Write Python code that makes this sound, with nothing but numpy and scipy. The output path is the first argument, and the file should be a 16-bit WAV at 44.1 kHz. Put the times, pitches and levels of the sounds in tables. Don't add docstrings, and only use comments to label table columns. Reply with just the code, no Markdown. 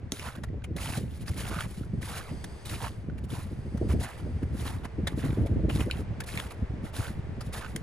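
import sys
import numpy as np
from scipy import signal
from scipy.fft import rfft, irfft, next_fast_len
from scipy.io import wavfile
from scipy.ndimage import uniform_filter1d

SR = 44100
rng = np.random.default_rng(int(sys.argv[2]) if len(sys.argv) > 2 else 0)


def wav_record(signal):
    frames = np.transpose(np.atleast_2d(signal))
    bounded = np.clip(frames, -1, 1)
    quanta = np.round(bounded * 32767).astype(np.int16)
    wavfile.write(sys.argv[1], SR, quanta)


N = 344862

# (f/Hz, level/dB)
CRUNCH_SPECTRUM = [(200, -31), (450, 4.5), (800, 6.5), (1400, 3.5), (2200, 0.5), (3200, -8.5), (5000, -21),
                   (9000, -44)]


def from_db(db):
    return 10 ** (np.asarray(db) / 20)


def rms_one(x):
    return x / np.sqrt(np.mean(x ** 2) + 1e-20)


def as_strong(x, model):
    return rms_one(x) * np.sqrt(np.mean(model ** 2))


def even_out(x, seconds):
    power = uniform_filter1d(np.mean(x ** 2, axis=0), size=int(seconds * SR) + 1)
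    return x / np.sqrt(np.abs(power) + 1e-6)


def times():
    return np.arange(N) / SR


def in_time(rows):
    s, *columns = np.transpose(rows)
    return [np.interp(times(), s, column) for column in columns]


def colour(x, spectrum):
    hz, db = np.transpose(spectrum)
    bin_hz = np.arange(N // 2 + 1) * SR / N
    gain = from_db(np.interp(np.log(bin_hz + 1), np.log(hz), db))
    return rms_one(irfft(rfft(x) * gain, N))


def drift(rate_hz):
    size = next_fast_len(N // 20 + 2)
    hz = np.arange(size // 2 + 1) * SR / (20 * size)
    slow = rms_one(irfft(rfft(rng.standard_normal(size)) / (1 + (hz / rate_hz) ** 2), size))
    return np.interp(np.arange(N) / 20, np.arange(size), 2 * np.tanh(slow / 2))


def spread(pair, side_db):
    side = from_db(side_db)
    return (pair[0] + side * pair[1] * np.array([[1], [-1]])) / np.sqrt(1 + side ** 2)


def stereo_noise(side_db, length=N):
    return spread(rng.standard_normal((2, length)), side_db)


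def resonate(x, hz, width_hz):
    r = np.exp(-np.pi * width_hz / SR)
    feedback = [1, -2 * r * np.cos(2 * np.pi * hz / SR), r * r]
    return signal.lfilter(np.array([1, 0, -1]) * (1 - r * r) / 2, feedback, x)


def pulse(age):
    return (age * np.exp(1 - age)) ** 2


def add(out, s, sound):
    start = int(np.clip(s * SR, 0, N - 1))
    out[..., start:start + sound.shape[-1]] += sound[..., :N - start]


def grains(per_s, size_db):
    out, born = np.zeros((2, N)), rng.random((2, N)) < per_s / SR
    count = np.count_nonzero(born)
    sizes = from_db(size_db * np.minimum(rng.exponential(1, count), 4))
    out[born] = sizes * rng.choice([-1, 1], count)
    return out


def far_road(echo_s, echo_db):
    # (t/s, roar level/dB, relative spray level/dB)
    traffic = [(0.0, -52, -84), (0.6, -53, -88), (1.85, -51.5, -76.5), (2.35, -46.5, -63.5),
               (2.9, -48.5, -65.5), (3.1, -52, -83.5), (3.9, -47.5, -66), (4.9, -47.5, -77.5),
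               (5.97, -45.5, -79), (7.82, -46.5, -77.5)]
    # (f/Hz, level/dB)
    roar_spectrum = [(40, 22.5), (150, -11.5), (400, 12), (700, 6.5), (1300, -1), (1950, -0.5), (3000, -10),
                     (5000, -18.5), (9000, -27.5), (16000, -78)]
    # (f/Hz, level/dB)
    spray_spectrum = [(1500, -13), (3000, 2), (4700, 7.5), (7200, -2.5), (8300, 9.5), (11000, -4),
                      (16000, -17)]
    roar_db, spray_db = in_time(traffic)
    roar = colour(stereo_noise(side_db=-4), roar_spectrum)
    direct = stereo_noise(side_db=-10)
    reflection = from_db(echo_db) * np.roll(direct, int(echo_s * SR), axis=1)
    spray = colour(direct + reflection, spray_spectrum)
    return from_db(roar_db) * roar + from_db(spray_db + 4.5) * spray


def wind(breeze_db, flutter_growth):
    # (t/s, level/dB)
    gusts = [(0.0, -40.5), (0.45, -36), (1.0, -36.5), (1.97, -36), (2.1, -41), (2.7, -35), (3.2, -35.5),
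             (3.68, -37.5), (3.96, -23.5), (4.06, -33), (4.45, -32), (4.85, -36.5), (5.0, -32.5),
             (5.45, -26), (5.85, -29), (6.15, -38), (7.3, -38), (7.82, -39)]
    # (middle t/s, half length/s, depth/dB)
    lulls = [(0.17, 0.021, 14), (0.35, 0.069, 8.5), (0.665, 0.021, 6), (1.172, 0.035, 4.5),
             (1.738, 0.022, 12), (2.272, 0.017, 16), (2.593, 0.11, 9.5), (2.955, 0.13, 4.5),
             (4.114, 0.089, 15), (4.903, 0.042, 10), (5.105, 0.039, 7), (6.266, 0.065, 4),
             (6.518, 0.042, 11), (7.63, 0.029, 12), (1.83, 0.016, 3), (5.218, 0.018, 6),
             (5.346, 0.018, 8.5), (5.476, 0.018, 9), (5.916, 0.016, 12), (6.675, 0.023, 7)]
    # (f/Hz, level/dB)
    rumble_spectrum = [(25, -34), (40, -15), (60, 2), (80, 0.5), (115, -2), (170, -8.5), (260, -19.5),
                       (600, -84)]
    # (f/Hz, level/dB)
    flutter_spectrum = [(70, -27), (130, -13), (200, 3.5), (300, 2.5), (450, -6.5), (650, -18), (1000, -41)]
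    t = times()
    lull_db = sum(db * np.exp(-np.minimum(((t - s) / half_s) ** 2, 20)) for s, half_s, db in lulls)
    gust_db = in_time(gusts)[0] - lull_db
    flutter_db = breeze_db - 10 + flutter_growth * (gust_db - breeze_db)
    lumps = drift(rate_hz=20)
    pressure = stereo_noise(side_db=-10) * from_db(3.6 * lumps)
    flicks = spread(grains(per_s=300, size_db=3.5), side_db=-10) * from_db(7.3 * lumps)
    rumble = even_out(colour(pressure, rumble_spectrum), seconds=0.13)
    flutter = even_out(colour(flicks, flutter_spectrum), seconds=0.218)
    return from_db(gust_db + 0.5) * rumble + from_db(flutter_db) * flutter


def eddies(rise_cycles, wake_db, wake_s):
    # (t/s, relative level/dB, f/Hz)
    puffs = [(0.12, -23.5, 260), (0.378, -29, 204), (0.423, -28, 106), (0.466, -28, 72.6),
             (0.529, -28.5, 288), (0.707, -24, 90.5), (0.752, -22.5, 155), (0.972, -19.5, 145),
             (1.03, -24.5, 145), (1.203, -33, 134), (1.295, -21.5, 94), (1.56, -24, 148),
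             (1.654, -27.5, 140), (1.773, -27, 139), (1.892, -29, 106), (1.931, -20, 167),
             (1.973, -21.5, 112), (2.309, -25.5, 142), (3.085, -25, 159), (3.457, -29, 135),
             (3.743, -19.5, 174), (3.812, -16.5, 310), (3.845, -27, 377), (3.935, -16.5, 210),
             (4.215, -29, 151), (4.259, -26.5, 276), (4.588, -28, 167), (4.982, -20, 240),
             (5.029, -20, 146), (5.174, -20.5, 274), (5.254, -19.5, 228), (5.372, -22, 360),
             (5.39, -16, 109), (5.433, -21.5, 310), (5.459, -24.5, 640), (5.591, -27, 330),
             (5.628, -25.5, 262), (5.681, -18.5, 270), (5.747, -22, 141), (5.87, -21.5, 294),
             (5.951, -24, 130), (6.1, -23, 116), (6.365, -28.5, 117), (6.615, -18, 73.5),
             (6.62, -25.5, 186), (6.692, -23.5, 103), (6.734, -24, 167), (6.834, -24.5, 198),
             (6.986, -23, 81.4), (7.101, -27.5, 159), (7.188, -26, 145), (7.285, -27.5, 132),
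             (7.469, -23, 124), (7.749, -24.5, 188)]
    out, t = np.zeros((2, N)), np.arange(SR // 8) / SR
    wake = pulse(t / wake_s)
    for s, db, hz in puffs:
        swing = pulse(t * hz / rise_cycles) * np.sin(2 * np.pi * (hz * t + rng.random()))
        noise = stereo_noise(side_db=-7.5, length=len(t))
        churn = resonate(resonate(noise, hz, hz), hz, 2 * hz)
        add(out, s, from_db(db) * (swing + from_db(wake_db) * as_strong(churn * wake, wake)))
    return out


def creaks(slips_per_s, slip_t60, scatter, overtone_db, grit_db):
    # (start t/s, end t/s, first f/Hz, last f/Hz, level/dB)
    glides = [(0.238, 0.293, 950, 1360, -44.5), (0.313, 0.39, 1380, 1620, -56.5),
              (1.503, 1.634, 1180, 1440, -43), (2.091, 2.216, 1240, 1460, -48.5),
              (2.735, 2.767, 2200, 2820, -49), (2.799, 2.884, 760, 1150, -44.5),
              (3.337, 3.409, 730, 1200, -53.5), (4.037, 4.116, 1320, 1320, -51.5),
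              (4.648, 4.767, 930, 1030, -54), (7.038, 7.089, 1390, 1720, -47.5),
              (7.605, 7.669, 1050, 1500, -45.5)]
    out, t = np.zeros(N), np.arange(SR // 40) / SR
    envelope = from_db(-60 * t / slip_t60) * (1 - np.exp(-t / 0.00088))
    for start, end, first_hz, last_hz, level_db in glides:
        chance, noises = rng.standard_normal((80, 4)), rng.standard_normal((80, len(t)))
        moments = start + np.cumsum(np.exp(0.45 * chance[:, 0])) / slips_per_s
        creak = np.zeros(N)
        for s, (_, size, detune, upper_detune), noise in zip(moments[moments < end], chance, noises):
            hz = np.interp(s, [start, end], [first_hz, last_hz]) * np.exp(scatter * detune)
            upper_hz = 2 * hz * np.exp(scatter * upper_detune)
            ring = np.sin(2 * np.pi * hz * t) + from_db(overtone_db) * np.sin(2 * np.pi * upper_hz * t)
            grit = from_db(grit_db) * rms_one(resonate(noise, hz, hz))
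            add(creak, s, (ring + grit) * envelope * from_db(1.15 * size))
        out += from_db(level_db) * rms_one(creak) * np.sqrt((end - start) * SR / N)
    return out


def pops(t60, grit_db):
    # (t/s, f/Hz, level/dB)
    lumps = [(0.486, 1950, -44), (0.62, 1550, -43), (0.944, 1520, -30), (1.588, 1200, -22),
             (1.834, 1400, -38), (2.209, 1400, -35), (3.098, 1460, -36), (4.014, 730, -27),
             (5.9, 1480, -27), (6.218, 1720, -31), (7.005, 1360, -28), (7.646, 1450, -27)]
    out, t = np.zeros(N), np.arange(SR // 20) / SR
    envelope = from_db(-60 * t / t60) * (1 - np.exp(-t / 0.0015))
    for s, hz, db in lumps:
        grit = rms_one(resonate(resonate(rng.standard_normal(len(t)), hz, hz), hz, 2 * hz))
        add(out, s, from_db(db) * envelope * (np.sin(2 * np.pi * hz * t) + from_db(grit_db) * grit))
    return out


def crust_snaps(ring_width_hz, crumble_db, crumble_t60):
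    # (t/s, breaking time/s, main ring f/Hz, its level/dB,
    # second ring f/Hz, its level/dB, splinter level/dB, crunch level/dB)
    cracks = [(0.12, 0.00074, 3640, -36, 6300, -30, -25.5, -32.5),
              (0.195, 0.00062, 2530, -31, 5600, -40, -39, -54),
              (0.433, 0.0055, 1720, -48, 3740, -62, -47.5, -40.5),
              (0.638, 0.0058, 2400, -47, 2850, -54, -48.5, -46.5),
              (.856, 0.0022, 1210, -40, 2980, -45, -59, -51),
              (1.279, 0.0021, 1590, -45, 4900, -41, -52, -43),
              (1.6058, 0.0015, 1450, -30.5, 3100, -38, -37, -33),
              (2.026, .003, 1850, -40, 4160, -68, -45, -53), (2.44, 0.0039, 1640, -47, 3530, -56, -41, -44),
              (2.694, 0.0014, 3970, -41, 7800, -47, -40, -52),
              (3.772, 0.0043, 1480, -55, 6100, -66, -54.5, -50),
              (4.849, 0.0048, 920, -45, 1590, -49, -52, -40.5),
              (5.0689, 0.0059, 1890, -36, 3540, -34.5, -35.5, -33),
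              (5.693, 0.0076, 2660, -40, 1820, -49, -61, -36),
              (5.803, 0.0038, 2650, -36.5, 1780, -50, -45, -38.5),
              (5.911, 0.00079, 2720, -23, 3800, -28.5, -33, -52),
              (6.2017, 0.0041, 1450, -41.5, 2340, -45, -37.5, -39),
              (6.287, .002, 1720, -38, 3500, -59, -50, -50),
              (6.3739, 0.0011, 2240, -25.5, 3300, -36, -38, -36),
              (6.398, 0.0021, 3250, -36, 1720, -56, -40, -35),
              (7.405, 0.0068, 1270, -49, 4770, -52, -47, -45.5),
              (7.7605, 0.0019, 1940, -36, 3000, -41, -32.5, -41)]
    # (f/Hz, level/dB)
    splinter_spectrum = [(1800, -18), (3200, 4.5), (7500, 5.5), (10500, 6), (12500, -12), (14500, 1),
                         (16000, -31)]
    out, t = np.zeros((2, N)), np.arange(SR // 10) / SR
    fragments = stereo_noise(side_db=-7.5)
    splinters, crunch = colour(fragments, splinter_spectrum), colour(fragments, CRUNCH_SPECTRUM)
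    crumble = from_db(crumble_db - 60 * t / crumble_t60)
    for s, break_s, main_hz, main_db, second_hz, second_db, splinter_db, crunch_db in cracks:
        part = (int(s * SR) + np.arange(len(t))) % N
        age = t / break_s
        force = pulse(age) + (1 - np.exp(-age)) ** 2 * crumble
        snap = from_db(splinter_db) * as_strong(force * splinters[:, part], force)
        snap += from_db(crunch_db) * as_strong(force * crunch[:, part], force)
        for hz, db in ((main_hz, main_db), (second_hz, second_db)):
            ring = resonate(resonate(force * fragments[:, part], hz, ring_width_hz), hz, hz / 2)
            snap += from_db(db) * as_strong(ring, force)
        add(out, s, snap)
    return out


def clumps(per_s, size_db, q, low_hz, high_hz, pitch_count):
    clicks, dealt = grains(per_s, size_db), rng.integers(0, pitch_count, N)
    pitches = np.geomspace(low_hz, high_hz, pitch_count)
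    return sum(resonate(clicks * (dealt == k) + 1e-18, hz, hz / q) * (-1) ** k
               for k, hz in enumerate(pitches))


def footfalls(sag_db, trickle_db, trickle_s):
    # (t/s, attack/s, roll/s, release/s,
    # then relative levels: heel hiss/dB, toe hiss/dB, heel crunch/dB, toe crunch/dB)
    steps = [(0.123, 0.014, 0.14, 0.044, -51.5, -46.5, -68, -42),
             (0.765, 0.0033, 0.21, 0.012, -44.5, -41.5, -47, -44.5),
             (1.388, 0.038, 0.27, 0.0092, -43, -50.5, -46, -46.5),
             (2.022, 0.013, 0.17, 0.018, -49.5, -43.5, -52, -44.5),
             (2.657, 0.007, 0.23, 0.012, -47, -50, -58, -53),
             (3.305, 0.023, 0.049, 0.082, -49.5, -49, -53, -48.5),
             (4.014, 0.021, 0.034, 0.089, -46, -53, -50, -43),
             (4.58, 0.06, 0.098, 0.056, -50, -46, -57, -43.5),
             (5.18, 0.027, 0.07, 0.11, -55, -51, -58, -44.5),
             (5.695, 0.0063, 0.12, 0.025, -47, -44.5, -58, -42.5),
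             (6.271, 0.012, 0.13, 0.059, -47, -45, -58, -45.5),
             (6.962, 0.037, 0.098, 0.04, -44, -48, -46.5, -45.5),
             (7.532, 0.0099, 0.033, 0.1, -41.5, -48, -42, -45)]
    # (middle t/s, half length/s, relative hiss/dB, crunch/dB)
    scuffs = [(0.358, 0.0056, -54, -45), (1.147, 0.037, -57.5, -66), (1.22, 0.019, -55, -76),
              (1.284, 0.016, -45, -49), (1.327, 0.033, -53, -63), (1.758, 0.074, -57.5, -67),
              (2.27, 0.045, -57, -51.5), (2.726, 0.026, -45, -46.5), (2.849, 0.021, -44, -38.5),
              (3.187, 0.0067, -58, -50.5), (3.247, 0.008, -58, -60), (3.915, 0.019, -45.5, -44.5),
              (4.042, 0.013, -42, -60), (4.19, 0.012, -56, -53), (4.433, 0.0063, -58.5, -50),
              (4.85, 0.011, -52.5, -44.5), (5.104, 0.03, -59.5, -51), (5.2, 0.0089, -49, -49),
              (5.47, 0.0082, -53.5, -47.5), (5.964, 0.047, -55.5, -51), (6.242, 0.0048, -53, -53),
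              (6.515, 0.01, -49, -48), (6.867, 0.024, -55, -50.5), (7.451, 0.034, -59, -72)]
    t, power = times(), np.zeros((2, N))
    for s, attack_s, roll_s, release_s, hiss_heel, hiss_toe, crunch_heel, crunch_toe in steps:
        contact = np.clip((t - s) / attack_s + 1, 0, 1)
        rolled = np.clip((t - s) / roll_s, 0, 1)
        rested_s = np.maximum(t - s - roll_s, 0)
        release = np.exp(-rested_s / release_s)
        trickle = from_db(trickle_db) * np.exp(-rested_s / trickle_s)
        hiss_db = hiss_heel + rolled * (hiss_toe - hiss_heel) - sag_db * np.sin(np.pi * rolled)
        crunch_db = crunch_heel + rolled * (crunch_toe - crunch_heel)
        power[0] += (contact * from_db(hiss_db) * np.maximum(release, trickle)) ** 2
        power[1] += (contact * from_db(crunch_db) * release) ** 2
    for s, half_s, hiss_db, crunch_db in scuffs:
        near = np.abs(t - s) < 10 * half_s
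        swell = np.exp(-np.abs((t[near] - s) / half_s) ** 2.9)
        power[:, near] += from_db([[hiss_db], [crunch_db]]) ** 2 * swell
    return np.sqrt(power)


def snow_underfoot(sole_right_db):
    # (f/Hz, level/dB)
    hiss_spectrum = [(1500, 2.5), (2800, 2), (4000, 4.5), (6200, 0), (8500, 4), (10500, 5.5), (12500, -6.5),
                     (14500, -0.5), (16000, -47)]
    hiss_gain, crunch_gain = footfalls(sag_db=1, trickle_db=-7.5, trickle_s=0.065)
    avalanches = drift(rate_hz=27)
    powder = spread(grains(per_s=9000, size_db=1.5), side_db=-10.5)
    hiss = colour(powder * from_db(2.5 * avalanches + 0.92 * drift(rate_hz=110)), hiss_spectrum)
    flakes = clumps(per_s=250, size_db=2.7, q=13, low_hz=1200, high_hz=3900, pitch_count=14)
    crackle = from_db(-5) * even_out(spread(flakes, side_db=-10), seconds=0.12)
    lumps = clumps(per_s=800, size_db=-0.5, q=10.8, low_hz=448.6, high_hz=4520, pitch_count=18)
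    crunch = colour(spread(lumps, side_db=-11) * from_db(0.65 * avalanches), CRUNCH_SPECTRUM)
    creak = creaks(slips_per_s=220, slip_t60=0.015, scatter=0.1, overtone_db=-14, grit_db=-7.5)
    sole = crunch_gain * even_out(crunch, seconds=0.092) + creak + pops(t60=0.02, grit_db=-10)
    pan = from_db(sole_right_db / 2 * np.array([[-1], [1]]))
    return from_db(0.66) * hiss_gain * (hiss + crackle) + sole * pan


def scene():
    crust = crust_snaps(ring_width_hz=600, crumble_db=-15, crumble_t60=0.1)
    air = wind(breeze_db=-40, flutter_growth=1.264)
    air += from_db(-0.5) * eddies(rise_cycles=0.6, wake_db=-13, wake_s=0.0096)
    air = signal.sosfilt(signal.butter(8, 37, "high", fs=SR, output="sos"), air)
    air = signal.sosfilt(signal.butter(6, 720, fs=SR, output="sos"), air)
    return snow_underfoot(sole_right_db=5.5) + crust + air + far_road(echo_s=0.000635, echo_db=-7)


def record(dry):
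    # (f/Hz, lead of the left/rad)
    port_phase = [(0, 0), (1800, .1), (3200, 1.3), (5800, .9), (7000, -.1), (8450, -3.1), (9700, -6.1),
                  (10700, -6.5), (12200, -9.4), (13400, -12.4), (14800, -12.9), (15600, -15.7)]
    hz = np.arange(N // 2 + 1) * SR / N
    lead = np.interp(hz, *np.transpose(port_phase))
    left = irfft(rfft(dry[0]) * np.exp(1j * lead), N)
    top_cut = signal.ellip(10, 0.2, 80, 15500, fs=SR, output="sos")
    return signal.sosfilt(top_cut, [left, dry[1]])


dry = scene()
out = record(dry)
wav_record(out)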